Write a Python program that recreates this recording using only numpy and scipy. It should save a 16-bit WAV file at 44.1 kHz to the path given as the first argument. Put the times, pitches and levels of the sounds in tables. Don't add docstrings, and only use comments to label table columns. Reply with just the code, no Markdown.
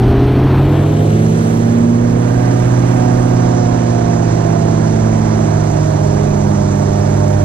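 import sys
import numpy as np
from scipy import signal
from scipy.fft import rfft, irfft, next_fast_len
from scipy.io import wavfile
from scipy.ndimage import uniform_filter1d

SR = 44100
rng = np.random.default_rng(int(sys.argv[2]) if len(sys.argv) > 2 else 0)


def wav_out(sig):
    wavfile.write(sys.argv[1], SR, np.round(np.clip(np.atleast_2d(sig).T, -1, 1) * 32767).astype(np.int16))


N = 328104

# (time [s], four-stroke cycle rate [Hz])
ENGINE_SPEED = [(0.0, 24.03), (0.3, 25.6), (0.6, 27.33), (0.9, 29.74), (1.2, 31.44), (1.55, 32.83),
                (1.9, 33.58), (2.25, 34.39), (2.6, 34.83), (2.95, 35.07), (3.3, 34.92), (3.6, 34.38),
                (3.9, 33.52), (4.2, 33.2), (4.5, 32.63), (4.8, 31.98), (5.1, 31.53), (5.4, 31.1),
                (5.7, 30.51), (6.0, 29.82), (6.35, 29.27), (6.7, 29.01), (7.05, 28.89), (7.44, 28.8)]
# (multiple of blade rate, base level [dB], speed tilt [dB/Hz], hard-pull gain [dB])
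BLADE_ORDERS = [(1, -14.5, .5, -2.5), (2, -18.5, 0.66, -11.5), (3, -24.5, 0.08, -5.5),
                (4, -27.5, 0.93, 5.5), (5, -28.5, -0.4, 4.5), (6, -21.5, 0.03, -40), (7, -32.5, 0.2, -8),
                (8, -34.5, -0.5, 0), (9, -36, -1.4, -5), (10, -44, 2.5, 11), (11, -45, -2, -6),
                (12, -47, -1, -8), (13, -48, 3, -2)]
# (multiple of cycle rate, base level [dB], speed tilt [dB/Hz], hard-pull gain [dB])
EXHAUST_ORDERS = [(1, -41, 2, -2), (2, -31.5, -1, 2), (3, -25, 0.53, 4), (4, -39.5, 1, 5),
                  (5, -20.5, -1.15, 3.5), (6, -35, 0, -5.5), (7, -34.5, 4.5, 13.5), (8, -27, 3, 3),
                  (9, -25.5, 0.5, 1), (10, -24.5, 0.5, -0.5), (11, -33.5, -2, 8.5), (12, -30.5, -1.07, 3),
                  (13, -34.5, -2, -9), (14, -37.5, 1.5, -9), (15, -23.5, 2.5, -8), (16, -31, 0.6, 14),
                  (17, -34.5, 1, -5), (18, -28.5, 1, 4), (19, -26.5, -2, -10), (20, -30.5, -3, -4),
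                  (21, -38, 0, 4), (22, -34.5, -0.5, -21), (23, -28, 2.5, 5.5), (24, -35, 0, -15),
                  (25, -35, -1, -5), (26, -27.5, 0.3, -3), (27, -25, 0.8, -10), (28, -27, -1.6, -11.5),
                  (29, -41, -2, -16), (30, -38, -1.5, -11), (31, -28, -1.5, 5), (32, -41, 2.6, -7),
                  (33, -36, -3.5, -3)]
# (frequency [Hz], gain [dB], lag [turns])
PIPE_RESPONSE = [(97, -1, 0), (138.5, 0.5, 0.021), (162, 5.5, 0.0032), (207, 8.5, 0.032), (221.2, 6.5, 0.2),
                 (250.8, -9, 0.11), (292, -4.5, 0.076), (366, -1, 0), (387, 7.5, 0.012), (399, 8.5, 0),
                 (419, 3.5, 0.0073), (448, -15.5, 0.046), (482, -7.5, 0.014), (562, -15.5, 0.12),
                 (610, -6, 0), (699, 4.5, 0.15), (775, -20.5, 0.071), (1020, -9, 0.042)]
# (time [s], blade tone [dB], exhaust tone [dB], growl [dB], overtone [dB], whine [dB],
# upper whine [dB])
TONE_SWELLS = [(0, -3, -1.5, -0.5, 4, -4, 0), (.6, 1, 1, -1, 2.5, 0, -1), (.9, 4.5, 0, -6, 3, 0, -2),
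               (1.2, 3.5, 0.5, 2.5, 3.5, 3, -5), (1.5, 1, 0.5, 8, 2, -7, -8),
               (1.8, -2, -2.5, 4.5, -4.5, -2, -9), (2.1, 0.5, -2, -0.5, 2, -3, -6),
               (2.4, 1.5, -1, -4.5, -1.5, 6.5, 0), (2.7, 1, -1, -3, -2, -3, -2),
               (3, 1, -1, 0.5, -7, 0.5, -3), (3.3, 0.5, 0, -4.5, -3, -3, -1), (3.6, 0, 0, -6, -4, 0.5, -5),
               (3.9, -1.5, -2.5, -1.5, -8, 0, -14), (4.2, -0.5, 0.5, -0.5, -7, -1, -9),
               (4.5, -1.5, 2, -4.5, -2, 0, -12), (4.8, -1.5, 1, -0.5, -7, -1, -8),
               (5.05, 1, -1.5, -0.5, -4, -1.5, -8), (5.3, 0, 0.5, 1, -1, -3.5, -4),
               (5.6, 0, 0.5, -2, -13, -2.5, 0), (5.9, -0.5, 2.5, -5.5, -2, 2, -5),
               (6.2, -0.5, 3, 0.5, 7, -0.5, -6), (6.5, -0.5, 1, 2.5, 1, 1, -3), (6.9, 0.5, 0, 0, 4, 1, -3),
               (7.15, 1, 0.5, 2, -5, 0, -3), (7.44, 2, 0, -0.5, -5, 4.5, -17)]
# (offset above blade rate [cycle rates], level [dB])
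SUM_ORDERS = [(1, -36), (2, -40), (3, -39), (10, -41), (16, -44)]
# (time [s], gain [dB], middle [dB], upper [dB])
WASH_GAINS = [(0, -19, 0, 0), (.4, -19.5, 1.5, 0.5), (.8, -16.5, 2, 1.5), (1.05, -15.5, -2.5, 2),
              (1.4, -18, 0.5, 4), (2, -20.5, -2.5, 2), (2.4, -19.5, -2, 2), (2.8, -18.5, -2.5, 2),
              (3.3, -19.5, 0, 1), (3.8, -19, 1, 0.5), (5, -18, -0.5, -1), (6.2, -20, 2, -0.5),
              (7.44, -20, 2, -0.5)]
# (time [s], spray level [dB], sizzle level [dB])
WATER_LEVELS = [(0, -33.5, -40.5), (.4, -35.5, -43.5), (.75, -33.5, -38.5), (1.4, -32.5, -36.5),
                (1.95, -37, -45), (2.65, -34, -41.5), (3.2, -33.5, -42.5), (3.5, -33, -48),
                (7.44, -33.5, -44.5)]
# (frequency [Hz], relative density [dB])
WASH_SPECTRUM = [(60, -1), (110, -17), (190, -4), (270, -1.5), (400, -6.5), (600, -1.5), (900, -7.5),
                 (1300, -13.5), (1700, -15.5), (2200, -21), (3000, -27), (5000, -39.5)]
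SPRAY_SPECTRUM = [(2500, -26), (3300, -6.5), (4200, -3.5), (4900, -3.5), (5400, 0.5), (6000, 4), (6500, 2),
                  (7000, -1), (7800, -4.5), (9000, -11), (10500, -35)]
SIZZLE_SPECTRUM = [(7500, 3.5), (9000, 0), (10500, -8), (12500, -9.5), (14500, -14)]
WIND_SPECTRUM = [(20, 2.5), (35, 20), (60, 15), (80, 12), (110, 6), (200, -10)]
# (frequency [Hz], gain [dB], lead [rad], likeness [0-1])
LEFT_RESPONSE = [(90, -3, 0, 1), (200, -4.6, .2, 1), (400, -6.6, 1.4, .93), (700, -15, 3.5, .92),
                 (1000, -13, 2.1, .87), (1600, -10.6, 1.5, .85), (2200, -13.5, 1.6, .45),
                 (3300, -10.5, 2, .36), (3800, -11.3, .7, .35), (4800, -3, -2.1, .73),
                 (6200, -5.4, -2.5, .85), (7800, -6.5, -3, .63), (8600, -10, -3, .5),
                 (10200, -2.5, -3.2, .67), (12500, -7.5, -5, .1), (14000, -13, -5.7, .07)]
# (frequency [Hz], gain [dB], lag before limiting [rad], likeness [0-1])
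SINGLE_RESPONSE = [(58, 1.5, 2.5, 0.78), (351, 3.5, -1, 0.8), (497, -8.5, -0.05, 0.7), (945, -3.5, 3, 0.74),
                   (1300, -2.5, 3.5, 0.98), (1930, -4, 3, 0.83), (3040, 1, 2, 0.78), (4220, -1.5, 1.5, 0.2),
                   (5000, -8.5, 6, 0.3), (6900, -21.5, 1, 0.9), (9600, -10, 0.5, 0), (11200, -16, -7.5, .2),
                   (12700, 1, -13, .2), (14500, -1, -9, .2)]

CRUISE_HZ, HARD_PULL_HZ_PER_S = 31, 7
BLADES_PER_CYCLE, BLADE_START_TURNS, BLADE_SKEW_TURNS = 3.49, .14, .32
WASH_SPLITS_HZ = 430, 1100
WIND_DB, GUST_DB, GUST_DECAY_S = -30.5, 13, .49
PAIR_START_S, PAIR_FADE_S = .55, .69
PEAK_CEILING, CUTOFF_HZ = .97, 15300
HOP = 40


def propeller(passes, speed_hz, pull):
    blade_db, _, growl_db, overtone_db, whine_db, upper_db = in_time(TONE_SWELLS)
    swell_db = {1: blade_db, 2: growl_db, 4: overtone_db, 6: whine_db, 10: upper_db, 13: upper_db}
    return tones(BLADE_ORDERS, passes, speed_hz, pull, swell_db,
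                 spread_rad=np.pi, flutter_db=.8, waver_rad=.07, skew_turns=BLADE_SKEW_TURNS)


def exhaust(cycles, speed_hz, pull):
    _, firing_db, growl_db, *_ = in_time(TONE_SWELLS)
    return tones(EXHAUST_ORDERS, cycles, speed_hz, pull, {5: firing_db, 7: growl_db},
                 spread_rad=np.pi / 7, flutter_db=.9, waver_rad=.04, path=PIPE_RESPONSE)


def sum_tones(passes, cycles):
    out = 0
    for k, level_db in SUM_ORDERS:
        peak = np.sqrt(2) * amp(level_db + 2 * drift(1.5))
        out = out + peak * np.cos(2 * np.pi * (passes + k * cycles) + drift(1.3))
    return out


def prop_wash():
    gain_db, middle_db, upper_db = in_time(WASH_GAINS)
    stream = banded_noise(WASH_SPECTRUM, flicker_db=.78)
    low, low_mid = [signal.filtfilt(*signal.butter(2, hz, fs=SR), stream) for hz in WASH_SPLITS_HZ]
    return amp(gain_db) * (low + amp(middle_db) * (low_mid - low) + amp(upper_db) * (stream - low_mid))


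def hull_spray():
    spray_db, sizzle_db = in_time(WATER_LEVELS)
    spray = amp(spray_db) * banded_noise(SPRAY_SPECTRUM, flicker_db=.77)
    sizzle = amp(sizzle_db) * banded_noise(SIZZLE_SPECTRUM, flicker_db=1.2)
    return spray + sizzle


def wind():
    level_db = WIND_DB + GUST_DB * np.exp(-np.arange(N) / SR / GUST_DECAY_S)
    return amp(level_db) * banded_noise(WIND_SPECTRUM, flicker_db=1.5)


def tones(orders, turns, speed_hz, pull, swell_db, spread_rad, flutter_db, waver_rad,
          waver_db=.6, skew_turns=0, path=None):
    out, speed_hz, pull = 0, speed_hz[::HOP], pull[::HOP]
    for k, base_db, tilt_db_per_hz, pull_db in orders:
        path_db, lag_turns = at_hz(path, k * speed_hz) if path else (0, 0)
        level_db = base_db + tilt_db_per_hz * (speed_hz - CRUISE_HZ) + pull_db * pull + path_db
        level_db += waver_db * coarse_drift(1.75) + flutter_db * coarse_drift(6.8)
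        if k in swell_db:
            level_db += swell_db[k][::HOP]
        shift_rad = 2 * np.pi * (skew_turns - lag_turns) - spread_rad * k * k
        shift_rad += waver_rad * np.sqrt(k) * coarse_drift(2.4)
        out = out + np.sqrt(2) * fine(amp(level_db)) * np.cos(2 * np.pi * k * turns + fine(shift_rad))
    return out


def banded_noise(spectrum, flicker_db):
    out, common_drift = 0, drift(6.6)
    low_hz, top_hz = spectrum[0][0], spectrum[-1][0]
    edges_hz = np.geomspace(low_hz, top_hz, num=round(2.2 * np.log2(top_hz / low_hz)) + 1)
    size = next_fast_len(N)
    colour = amp(at_hz(spectrum, np.arange(size // 2 + 1) * SR / size)[0])
    real, imaginary = rng.standard_normal((2, 2, 3, size // 2 + 1))
    coloured = irfft(colour * (real + 1j * imaginary), size)[..., :N]
    for k, band_hz in enumerate(zip(edges_hz, edges_hz[1:])):
        band = signal.sosfilt(signal.butter(2, band_hz, "band", fs=SR, output="sos"), coloured[k % 2])
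        out = out + band * amp(flicker_db * (.5 * common_drift + 1.16 * drift(24)))
    return rms_one(out)


def coarse_drift(rate_hz):
    pole = np.exp(-2 * np.pi * rate_hz * HOP / SR)
    noise = rng.standard_normal(N // HOP + 2001)
    return rms_one(signal.lfilter([1], [1, -2 * pole, pole * pole], noise)[2000:])


def drift(rate_hz):
    return fine(coarse_drift(rate_hz))


def fine(coarse):
    return np.interp(np.arange(N) / HOP, np.arange(len(coarse)), coarse)


def in_time(rows):
    time_s, *columns = np.transpose(rows)
    return [np.interp(np.arange(N) / SR, time_s, c) for c in columns]


def at_hz(rows, hz):
    row_hz, *columns = np.transpose(rows)
    return [np.interp(np.log(np.maximum(hz, 1)), np.log(row_hz), c) for c in columns]


def amp(db):
    return 10 ** (np.asarray(db) / 20)


def rms_one(x):
    return x / np.sqrt(np.mean(x ** 2) + 1e-20)


def scene():
    speed_hz = uniform_filter1d(in_time(ENGINE_SPEED)[0], size=6000, mode="nearest")
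    rise_hz_per_s = np.maximum(np.gradient(speed_hz) * SR, 0)
    pull = uniform_filter1d(rise_hz_per_s, size=9000, mode="nearest") / HARD_PULL_HZ_PER_S
    cycles = np.cumsum(speed_hz) / SR
    passes = BLADES_PER_CYCLE * cycles + BLADE_START_TURNS
    drone = exhaust(cycles, speed_hz, pull) + propeller(passes, speed_hz, pull)
    drone += sum_tones(passes, cycles)
    throb = 1 + .06 * np.cos(2 * np.pi * passes) + .079 * np.cos(2 * np.pi * cycles)
    rows = throb * (prop_wash() + hull_spray()) + wind()
    rows[0] += drone
    return rows


def record(dry):
    size = next_fast_len(N + SR // 4)
    hz = np.arange(size // 2 + 1) * SR / size
    shared, left_local, single_local = rfft(dry, size)

    def port(gain_db, lead_rad, likeness, local):
        blend = likeness * np.exp(1j * lead_rad) * shared + np.sqrt(1 - likeness ** 2) * local
        return irfft(amp(gain_db) * blend, size)[:N]

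    left = port(*at_hz(LEFT_RESPONSE, hz), left_local)
    single_db, lag_rad, likeness = at_hz(SINGLE_RESPONSE, hz)
    single = port(single_db, -np.clip(lag_rad, -4, 4), likeness, single_local)
    pair_share = 1 - np.exp(-np.maximum(np.arange(N) / SR - PAIR_START_S, 0) / PAIR_FADE_S)
    mixed = (1 - pair_share) * single + pair_share * np.array([left, dry[0]])
    rounded = mixed / (1 + (mixed / PEAK_CEILING) ** 4) ** .25
    return signal.sosfilt(signal.cheby2(16, 70, CUTOFF_HZ, fs=SR, output="sos"), rounded)


dry = scene()
out = record(dry)
wav_out(out)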